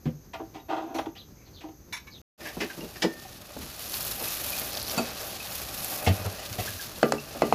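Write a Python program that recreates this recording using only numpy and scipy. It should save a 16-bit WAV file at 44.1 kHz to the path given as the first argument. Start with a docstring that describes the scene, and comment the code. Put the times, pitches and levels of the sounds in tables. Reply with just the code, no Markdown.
"""In a home kitchen a glass lid is set on a simmering pan; wood is shuffled, dishes clatter, a bird calls outside.
After a short silence the lid comes off, the sauce fries openly and a wooden spatula stirs it, scraping the pan,
rocking it on the stove and rapping the rim in two pairs. Knocks are short noise bursts that make sets of notes ring;
frying and rubbing are showers of random clicks; the air is shaped noise; the bird is gliding, trilled whistles."""
import sys
import numpy as np
from scipy import signal
from scipy.fft import rfft, irfft, next_fast_len
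from scipy.io import wavfile

SR = 44100
rng = np.random.default_rng(int(sys.argv[2]) if len(sys.argv) > 2 else 0)


def makeup_ratio(level_db):
    """Linear amplitude ratio for a level in decibels (20 dB per factor of ten)."""
    decades = np.asarray(level_db, float) / 20
    return 10 ** decades


def dump_mix(stems):
    """Bounce the given channels to the path in sys.argv[1] as a 16-bit WAV at rate SR."""
    frames = np.atleast_2d(stems).T  # one column per channel
    limited = np.clip(frames, -1, 1)  # hard clip at full scale
    pcm = np.round(limited * 32767).astype(np.int16)
    wavfile.write(sys.argv[1], SR, pcm)


N = 332514

# Kitchen air and gas flame. Each row: pitch in Hz, relative strength in dB per Hz.
AIR_SPECTRUM = [(25, -15), (55, 6), (110, 2.5), (250, -3), (400, -6.5), (700, -17), (1500, -21.5),
                (3300, -31), (5000, -22.5), (7000, -30), (8300, -34.5), (10500, -34), (13000, -35),
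                (16000, -29)]
# Whistle bands of the gas jet. Each row: pitch in Hz, width in Hz of each filter pass, average level in dB.
GAS_JET = [(6260, 1060, -65), (12500, 1600, -65.5)]
# Bird calls. Each row: start in seconds, length in seconds, first pitch in Hz, last pitch in Hz,
# level in dB before the trill.
BIRD_CALLS = [(1.147, 0.05, 2700, 3160, -48.5), (1.163, 0.072, 5060, 2890, -46),
              (1.35, .12, 2000, 2500, -62.5), (1.447, 0.054, 4270, 3980, -58.5),
              (1.527, 0.091, 4700, 3450, -50), (2.102, 0.093, 5200, 2700, -47)]

# Knocks of hard things. Each row: start in seconds, peak in dB, rattle length in seconds,
# tilt of the ringing in dB per octave, hardness as scratch in dB against the ringing.
WOOD_SHUFFLES = [(.332, -26, .025, 8.5, -10.5), (.390, -28, 0.024, -3.5, -38.5),
                 (.538, -29.5, 0.051, 0.5, -14), (.682, -18.5, 0.062, 3.5, -38),
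                 (.755, -22, 0.038, 4.5, -40), (.80, -28, 0.083, -4.5, -19), (.87, -30.5, 0.082, 0, -33),
                 (.942, -21.5, 0.039, -2.5, -12), (.983, -19, 0.012, 6, -19), (1.056, -31, .008, 7.5, -19),
                 (1.066, -23, 0.0064, -9, -35), (1.152, -41, 0.027, 12, -6), (1.46, -48, 0.055, -5, -5),
                 (1.606, -37.5, 0.029, -1, 1.5), (1.63, -32, 0.032, -7, -15),
                 (1.683, -38, 0.013, -7.5, -12)]
DISH_KNOCKS = [(.942, -36, 0.069, 5, -3), (1.924, -23.5, 0.031, 0.7, -8), (1.965, -32, 0.019, 0, -2),
               (2.068, -38.5, 0.024, -2.5, -22)]
LID_SET_DOWN = [(.055, -18, 0.034, -9, -20.5)]
LID_KNOCKS = [(2.40, -34.5, 0.1, 4, -26), (2.452, -28.5, 0.059, 4.5, -5), (2.566, -24.5, .013, -9, -35),
              (2.602, -19, 0.035, 3, -6), (2.635, -27.5, 0.026, -8, -10), (2.70, -33.5, .015, 4.5, -1),
              (2.772, -29.5, 0.035, -13, -21), (2.806, -34, 0.0048, 17, -1), (2.81, -30, 0.054, -12, -30),
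              (2.955, -32.5, 0.016, 5, -12), (3.035, -14, 0.027, -3, -35)]
LID_CLANKS = [(3.02, -14.5, 0.026, 4.2, 0.97)]
STIR_KNOCKS = [(3.563, -27, 0.0085, -8, -19), (4.205, -28.5, 0.02, -6, -19), (4.61, -26.5, 0.014, 3, -8),
               (4.93, -29.5, 0.046, -3, -21.5), (4.972, -15.5, 0.027, -11, -9), (5.353, -37, 0.01, -1, -15),
               (5.613, -29, .008, 1, -10), (5.915, -29, .016, 0, -7), (6.062, -11, .03, -1.5, -5),
               (6.11, -31, 0.018, -11, -2), (6.245, -25, 0.03, 1.3, -33), (6.379, -31.5, 0.054, 4.5, -9),
               (6.58, -22, 0.035, 1, -9), (6.64, -31.5, .033, 0.5, -2), (6.975, -33, 0.0067, -2, -15),
               (7.346, -29, 0.025, -7.5, -15)]
SPATULA_BLOW = [(4.974, -15.5, 0.017, 0.1, -8)]
# Raps on the rim. Each row: start in seconds, peak in dB, hardness as scratch in dB against the ringing.
RAPS = [(7.0293, -3.5, -23), (7.1215, -6, -7.5), (7.4193, -5, -18.5), (7.5247, -4, -21)]
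# The pan drops back on the grate. Each row: start in seconds, peak in dB.
ROCKS = [(6.067, -14), (6.19, -30.5), (6.247, -22.5), (6.497, -35), (6.583, -26.5), (6.659, -36),
         (6.735, -36)]
# Small one-note tinks. Each row: start in seconds, level in dB before onset and decay, middle pitch in Hz.
TINK_NOTES = [(.597, -51, 3730), (2.454, -32.5, 1650), (2.699, -31.5, 1570), (2.807, -38.5, 2810),
              (3.25, -37, 760), (4.272, -32.5, 2580), (4.529, -29, 2580), (5.401, -31.5, 2600),
              (6.675, -29, 1630), (6.794, -32.5, 1610), (7.18, -32.5, 2690)]

# What rings in each thing. Each row: pitch in Hz, relative level in dB,
# time in seconds to fade by 60 dB when nothing damps it.
WOOD_MODES = [(320.4, -1, 0.28), (359, -11.5, 0.18), (696, 0.5, 0.089), (773, 2.5, .1), (904, -2, 0.069),
              (1210, -7, 0.078), (1387, -11, 0.08), (1980, -6.5, 0.012), (2450, -11.5, 0.013),
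              (3070, -20, .03)]
CROCKERY_MODES = [(1064, 2.5, 0.052), (1770, 4.5, 0.046), (2253, -0.5, .2), (2270, 3.5, 0.1),
                  (2550, -11.5, 0.094), (3870, 1.5, 0.11), (5550, 2, 0.1), (5900, -5, .08),
                  (7240, -20, .08), (7967, -26, .06), (9700, -15, .06), (11100, -1.5, .06),
                  (12300, -9, .08)]
GRATE_MODES = [(97, 2.5, 0.13), (181.4, -9.5, 0.2)]
CLOSED_PAN_MODES = [(64.5, -26, 0.44), (116, -7.5, 0.046), (159, 1, 0.35), (230, 8, 0.13), (377, -12, 0.19),
                    (474, 2.5, .14), (802, -51, .1), (1390, -22, .08)]
GLASS_MODES = [(204, -9, 0.28), (259, -4.5, 0.34), (328, 5, .15), (408.5, -2.5, 0.17), (502, -3, 0.13),
               (692, -3.5, 0.12), (790, -11, 0.063), (1809, -17.5, 0.85), (1964, -6, 0.11),
               (2320, -8.5, 0.061), (2900, -19.5, 0.042), (4300, -23, .05), (5060, -12, 0.082),
               (6530, -44, .08)]
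PAN_MODES = [(146, -14, 1), (229.3, -4, 0.51), (299, -1.5, 0.26), (356.5, 0.5, 0.22), (416.4, -1.5, 0.39),
             (480.4, 6, 0.17), (547, -0.5, 0.22), (621, -2.5, 0.11), (608, 12, 0.046), (688, -3.5, 0.15),
             (745, -5.5, 0.22), (832, -4.5, 0.04), (1028, -5, 0.092), (1034, -3, 0.033), (1187, -3.5, 0.31),
             (1373, -7, 0.21), (1540, -54, 0.078), (1780, -19, .06), (2000, -1, 0.14), (2600, -1, 0.15),
             (2916, -11, 0.22), (4270, 1, 0.061), (5200, -10, 0.13), (6540, -5, 0.073)]
SPATULA_MODES = [(1396, -5.5, 0.1), (2600, -0.7, 0.055), (4600, -2.5, 0.068), (7150, -8, .05)]

# Spatula or lid pressing on the pan as it rubs. Each row: time in seconds, rubbing level in dB before unevenness.
RUBBING_LEVEL = [(2.66, -52), (3.47, -54.5), (4.22, -46), (5.09, -43), (5.62, -47), (5.85, -44.5),
                 (6.11, -40), (6.3, -44), (6.87, -51), (7.43, -46), (7.54, -43)]
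# Dull resonances of the full pan. Each row: pitch in Hz, width in Hz, relative level in dB.
RUBBED_MODES = [(278, 200, -6), (600, 82, 4.5), (790, 83, 1), (1173, 155, -4), (1650, 440, -9.5),
                (2580, 170, -6.5)]
# The sauce frying. Each row: time in seconds, vigour as fizz in dB,
# brightness in dB (up where bare hot pan is laid open).
FRYING_COURSE = [(2.66, -49.5, -3.5), (3.56, -50.5, -4.5), (3.62, -46, -4.5), (4.05, -38.5, 4.5),
                 (4.14, -41, 2.5), (4.28, -38.5, 1.5), (4.59, -36.5, 2), (4.79, -42, -0.5),
                 (4.93, -39.5, 0.5), (5.1, -40.5, -8), (5.3, -43, 2.5), (5.37, -42.5, -5.5),
                 (5.54, -39.5, 1), (5.68, -41.5, -1.5), (5.88, -40.5, 5), (6.41, -44.5, -6),
                 (6.62, -41, 1.5), (6.72, -43, -2), (6.84, -42, -1), (6.9, -45.5, -3.5), (7.3, -47, -4.5),
                 (7.54, -44.5, -6)]
# Colour of the fizz. Each row: pitch in Hz, relative strength in dB per Hz.
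FIZZ_SPECTRUM = [(710, -7.5), (1200, -2.5), (2180, -6), (2530, -2.5), (3250, -3), (4310, -1.5),
                 (5300, -3.5), (6650, -6), (7600, -9), (9000, -8.5), (10400, -6), (11800, -0.5),
                 (13200, -5.5), (15200, -6.5), (16000, -10.5)]
# The loudest spits of oil. Each row: time in seconds, peak in dB, pitch in Hz.
LOUD_POPS = [(3.8965, -22, 11900), (4.0078, -20.5, 11300), (4.0277, -18.5, 11500), (4.0502, -19, 11800),
             (4.2255, -17.5, 11900), (4.2832, -18, 11800), (4.3505, -21, 11500), (4.5027, -16, 12100),
             (4.5965, -15, 11800), (4.6165, -23, 11900), (4.772, -18, 4100), (4.8281, -17, 11000),
             (4.8963, -18, 4760), (5.8456, -15, 10500)]

SILENCE_S, FADE_IN_S = (2.2165, 2.377), 0.04


def rms_one(x):
    """Scale a sound to an average (rms) strength of 1."""
    return x / np.sqrt(np.mean(x ** 2) + 1e-20)


def in_time(rows):
    """Draw each column of a time table as a curve with one value a sample."""
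    s, *columns = np.transpose(rows)
    return [np.interp(np.arange(N) / SR, s, c) for c in columns]


def drift(rate_hz):
    """Slow random wandering of spread 1: noise smoothed twice, worked out at every 40th sample."""
    r = np.exp(-80 * np.pi * rate_hz / SR)
    noise = rng.standard_normal(N // 40 + 2002)
    slow = signal.lfilter([1], [1, -2 * r, r * r], noise)[2000:]   # leave out the start-up
    return np.interp(np.arange(N) / 40, np.arange(len(slow)), rms_one(slow))


def coloured(x, spectrum):
    """Weight the pitches of x by a spectrum of (Hz, dB) points and scale to rms 1."""
    hz, db = np.transpose(spectrum)
    bins = np.maximum(np.arange(len(x) // 2 + 1) * SR / len(x), 1)
    weight = makeup_ratio(np.interp(np.log(bins), np.log(hz), db))
    return rms_one(irfft(rfft(x) * weight, len(x)))


def resonance(x, hz, width_hz):
    """Let through a band around one pitch, like a damped spring, with gain 1 on top."""
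    r = np.exp(-np.pi * width_hz / SR)
    top = np.array([1, 0, -1]) * (1 - r * r) / 2
    return signal.lfilter(top, [1, -2 * r * np.cos(2 * np.pi * hz / SR), r * r], x)


def ring(x, hz, t60):
    """Ring a note that fades by 60 dB in t60 seconds; a unit click starts it at height 1."""
    return resonance(x, hz, np.log(1000) / np.pi / t60) * SR * t60 / np.log(1000)


def grains(per_s, spread_db):
    """Random clicks of either sign, many small and a few large."""
    sizes = makeup_ratio(spread_db * np.minimum(rng.exponential(1, N), 5)) * rng.choice([-1, 1], N)
    return sizes * (rng.random(N) < per_s / SR) + 1e-18


def add(out, s, sound):
    """Mix a short sound in at time s in seconds."""
    i = round(s * SR)
    out[i:i + len(sound)] += sound[:N - i]


def contacts(events, modes, damping, dense_db, scratch_hz, rise_s, softening):
    """Each knock is a noise burst that rings the modes, each with two chance neighbours, and is heard as a scratch.
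    softening: dB of longer rise time per dB of lost scratch (a negative one shortens the rise)."""
    out, t = np.zeros(N), np.arange(int(.4 * SR)) / SR
    for s, db, rattle, tilt_db, scratch_db in events:
        rise = rise_s * makeup_ratio(-softening * scratch_db)
        envelope = (1 - np.exp(-t / rise)) * np.exp(-(t / rattle) ** 2)
        force = rng.standard_normal(len(t)) * envelope + 1e-18
        detune, body = rng.uniform(-1.06, 1, (len(modes), 2)), 0
        for (hz, mode_db, t60), pair in zip(modes, detune):
            t60 = t60 * damping   # below 1 the ringing is shorter
            near = resonance(force, hz, 0.79 * hz)   # a mode takes up mostly force near its own pitch
            neighbours = [(hz * (1 + 0.127 * p), dense_db, 0.93 * t60) for p in pair]
            for f, d, decay in [(hz, 0, t60)] + neighbours:
                note = ring(near, f, decay)
                level = makeup_ratio(mode_db + d + tilt_db * np.log2(f / 600)) * np.sqrt(decay)
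                body = body + level * note / np.linalg.norm(note)
        scratch = resonance(force, scratch_hz, 0.67 * scratch_hz)
        scratch = resonance(scratch, scratch_hz, 2.93 * scratch_hz) + 0.0093 * force
        sound = body / np.abs(body).max() + makeup_ratio(scratch_db) * scratch / np.abs(scratch).max()
        add(out, s, makeup_ratio(db) * sound / np.abs(sound).max())
    return out


def air():
    """Low rumble of the house, faint flame hiss and two gas-jet whistles, all noise of wandering level."""
    # the level rises once the cook works at the stove, 3.55 s in
    level_db = np.where(np.arange(N) < 3.55 * SR, -52, -48)
    out = makeup_ratio(level_db + 1.9 * drift(5.7)) * coloured(rng.standard_normal(N), AIR_SPECTRUM)
    for hz, width, db in GAS_JET:
        whistle = rng.standard_normal(N)
        for _ in range(3):
            whistle = resonance(whistle, hz, width)
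        out += makeup_ratio(db + 1.1 * drift(7.0)) * rms_one(whistle)
    return out


def bird():
    """Whistles, most of them falling, whose loudness trills 145 times a second and whose pitch is rough."""
    out = np.zeros(N)
    for s, length, start_hz, end_hz, db in BIRD_CALLS:
        t = np.arange(int(length * SR)) / SR
        waver = rms_one(signal.lfilter([1], [1, -.98], rng.standard_normal(SR // 4)))[:len(t)]
        pitch = (start_hz + (end_hz - start_hz) * t / length) * (1 + 0.091 * waver)
        trill = (1 + 0.41 * np.cos(2 * np.pi * 145 * t)) * np.sin(np.pi * t / length)
        add(out, s, makeup_ratio(db) * trill * np.sin(2 * np.pi * np.cumsum(pitch) / SR))
    return out


def shuffled_wood():
    """Knocks set wood ringing; the softer ones build up their force more slowly."""
    return contacts(WOOD_SHUFFLES, WOOD_MODES, damping=0.66, dense_db=-17, scratch_hz=1900,
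                    rise_s=.002, softening=0.74)


def dishes():
    """Knocks set the many high notes of crockery ringing briefly."""
    return contacts(DISH_KNOCKS, CROCKERY_MODES, damping=0.4, dense_db=1, scratch_hz=2500,
                    rise_s=0.0018, softening=0)


def kitchen(x):
    """Reflections from the room: ten echo loops, quieter and duller on every round."""
    t60_s, wall_cut_hz = 0.23, 5400   # fading time before the dulling, pitch where dulling sets in
    size = next_fast_len(N + SR)
    w = 2 * np.pi * np.arange(size // 2 + 1) / size
    dull = 1 / (1 + 1j * w * SR / (2 * np.pi * wall_cut_hz))
    response = 0
    for k, lag in enumerate(rng.uniform(.009, .035, 10)):
        loop = makeup_ratio(-60 * lag / t60_s) * dull ** 0.31 * np.exp(-1j * w * lag * SR)
        response = response + (-1) ** k * loop / (1 - loop)
    return irfft(rfft(x, size) * response, size)[:N]


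def tinks():
    """Small hard things touch: short fading notes of slightly wavering pitch."""
    t60_s, roughness = 0.097, 0.031   # roughness: share by which the pitch wavers
    out, t = np.zeros(N), np.arange(SR // 4) / SR
    for s, db, hz in TINK_NOTES:
        waver = rms_one(signal.lfilter([1], [1, -.995], rng.standard_normal(len(t))))
        note = np.sin(2 * np.pi * hz * np.cumsum(1 + roughness * waver) / SR)
        add(out, s, makeup_ratio(db - 60 * t / t60_s) * (1 - np.exp(-t / 0.0017)) * note)
    return out


def rocking():
    """The rocking pan drops back and rings two low notes of the stove grate."""
    events = [(s, db, 0.025, -2, -40) for s, db in ROCKS]   # rattle s, tilt dB per octave, scratch dB
    return contacts(events, GRATE_MODES, damping=1.0, dense_db=-27, scratch_hz=400, rise_s=.006, softening=0)


def lid():
    """The lid rings the closed pan as it is set down; handled later, its glass knocks dully, then clanks freely."""
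    out = contacts(LID_SET_DOWN, CLOSED_PAN_MODES, damping=0.88, dense_db=7.0, scratch_hz=1490,
                   rise_s=.0007, softening=0)
    out += contacts(LID_KNOCKS, GLASS_MODES, damping=0.19, dense_db=1, scratch_hz=2000,
                    rise_s=0.0036, softening=0.05)   # hands shorten the ringing
    out += contacts(LID_CLANKS, GLASS_MODES, damping=0.92, dense_db=-18, scratch_hz=2680,
                    rise_s=0.0011, softening=0)
    return out


def stirring_knocks():
    """The spatula bumps the full pan, and one hard blow rings the spatula itself."""
    # the sauce holds the lowest mode still and shortens the others
    out = contacts(STIR_KNOCKS, PAN_MODES[1:], damping=0.37, dense_db=-0.5, scratch_hz=1810,
                   rise_s=0.0066, softening=-0.13)
    out += contacts(SPATULA_BLOW, SPATULA_MODES, damping=0.86, dense_db=-19, scratch_hz=7000,
                    rise_s=0.0034, softening=0)
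    return out


def rim_raps():
    """Very short raps on the rim ring all the notes of the pan."""
    events = [(s, db, .002, -2.5, scratch_db) for s, db, scratch_db in RAPS]   # rattle s, tilt dB per octave
    return contacts(events, PAN_MODES, damping=0.59, dense_db=-7.5, scratch_hz=3420, rise_s=0.00069, softening=0)


def rubbing():
    """Things drag over the pan's coating: dense clicks pass through the damped resonances of the full pan."""
    clicks = grains(3000 * makeup_ratio(2.3 * drift(15)), spread_db=1.5)
    body = 0
    for k, (hz, width, db) in enumerate(RUBBED_MODES):
        body = body + (-1) ** k * makeup_ratio(db) * resonance(clicks, hz, width)
    uneven_db = 1.8 * drift(14)
    return makeup_ratio(in_time(RUBBING_LEVEL)[0] + uneven_db) * rms_one(body)


def chance_pops(fizz_db):
    """More rows of pops: stray spits that follow the vigour of the frying, and one cluster of crackles."""
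    stray_per_s, stray_over_fizz_db, stray_hz = 90.0, 8, (5000, 11800)   # big drops low, small drops high
    # wet sauce pushed onto hot metal crackles in a cluster
    crackle_s, crackle_per_s, crackle_db, crackle_hz = (4.71, 4.91), 260, -29, 4500
    t, luck = np.arange(N) / SR, rng.random((4, N))
    stray = np.flatnonzero((luck[0] < stray_per_s / SR) & (t > SILENCE_S[1]))
    in_cluster = (t > crackle_s[0]) & (t < crackle_s[1])
    crackle = np.flatnonzero((luck[0] > 1 - crackle_per_s / SR) & in_cluster)

    def vary(i, db, hz):
        """Scatter one pop by up to 4.5 dB and a tenth of its pitch either way."""
        return t[i], db + 9 * (luck[1, i] - .5), hz * (1 + 0.2 * (luck[2, i] - .5))

    rows = [vary(i, fizz_db[i] + stray_over_fizz_db, stray_hz[int(luck[3, i] < .6)]) for i in stray]
    return rows + [vary(i, crackle_db, crackle_hz) for i in crackle]


def frying():
    """Steam bubbles burst in the oil: a clumped bed of tiny clicks and hiss, pitched spits and louder pops."""
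    fizz_db, treble_db = in_time(FRYING_COURSE)
    bed = grains(9000 * makeup_ratio(3.0 * drift(29)), spread_db=3.5) + 0.9 * rng.standard_normal(N)
    spits = grains(250 * makeup_ratio(3.3 * drift(7.4)), spread_db=4.0)
    dealt = rng.integers(0, 10, N)   # each spit gets one of ten pitches
    pitched = 0
    for k, hz in enumerate(np.geomspace(3000, 14000, num=10)):
        pitched = pitched + resonance(spits * (dealt == k) + 1e-18, hz, 0.37 * hz)
    bed = coloured(rms_one(bed) + makeup_ratio(-11.0) * rms_one(pitched), FIZZ_SPECTRUM)
    bed = bed * makeup_ratio(0.97 * drift(13.0) + 1.58 * drift(45))   # flickering level
    low = signal.sosfilt(signal.butter(4, 8200, fs=SR, output="sos"), bed)
    high = signal.sosfilt(signal.butter(4, 8200, "high", fs=SR, output="sos"), bed)
    out = makeup_ratio(fizz_db) * (rms_one(low) + makeup_ratio(treble_db) * rms_one(high))
    t = np.arange(400) / SR
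    for s, db, hz in LOUD_POPS + chance_pops(fizz_db):
        burst = rng.standard_normal(400) * np.exp(-np.abs(t - .001) / 0.00029)
        spit = .08 * burst + resonance(resonance(burst, hz, 0.42 * hz), hz, 0.42 * hz)
        add(out, s, makeup_ratio(db) * spit / np.abs(spit).max())
    return out


def scene():
    """Mix it all: sounds from across the kitchen send more into the reflections than those at the stove."""
    across = shuffled_wood() + dishes() + bird()
    hits = lid() + stirring_knocks() + rim_raps() + tinks()
    reflections = makeup_ratio(-17) * kitchen(hits + makeup_ratio(2.0) * across)
    lid_off = np.arange(N) > SILENCE_S[0] * SR   # the closed lid keeps the frying in
    open_pan = (frying() + rubbing()) * lid_off
    return (air() + across + reflections + rocking() + hits + open_pan)[None]


def band_limit(x):
    """A steep low-pass at the top of the band."""
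    return signal.sosfilt(signal.butter(12, 16160, fs=SR, output="sos"), x)


def record(dry):
    """The microphone is weak near 8.4 kHz and the top is cut off; the sound goes silent once, then fades in again."""
    t = np.arange(N) / SR
    gate = (t < SILENCE_S[0]) + np.clip((t - SILENCE_S[1]) / FADE_IN_S, 0, 1)
    cut = signal.sosfilt(signal.ellip(12, .3, 60, 15520, fs=SR, output="sos"), dry)   # top cut at 15520 Hz
    cut = cut - 0.35 * resonance(cut, 8360, 1880)   # take out 35 % at the middle of the dip
    return band_limit(cut * gate)


dry = scene()
out = record(dry)
dump_mix(out)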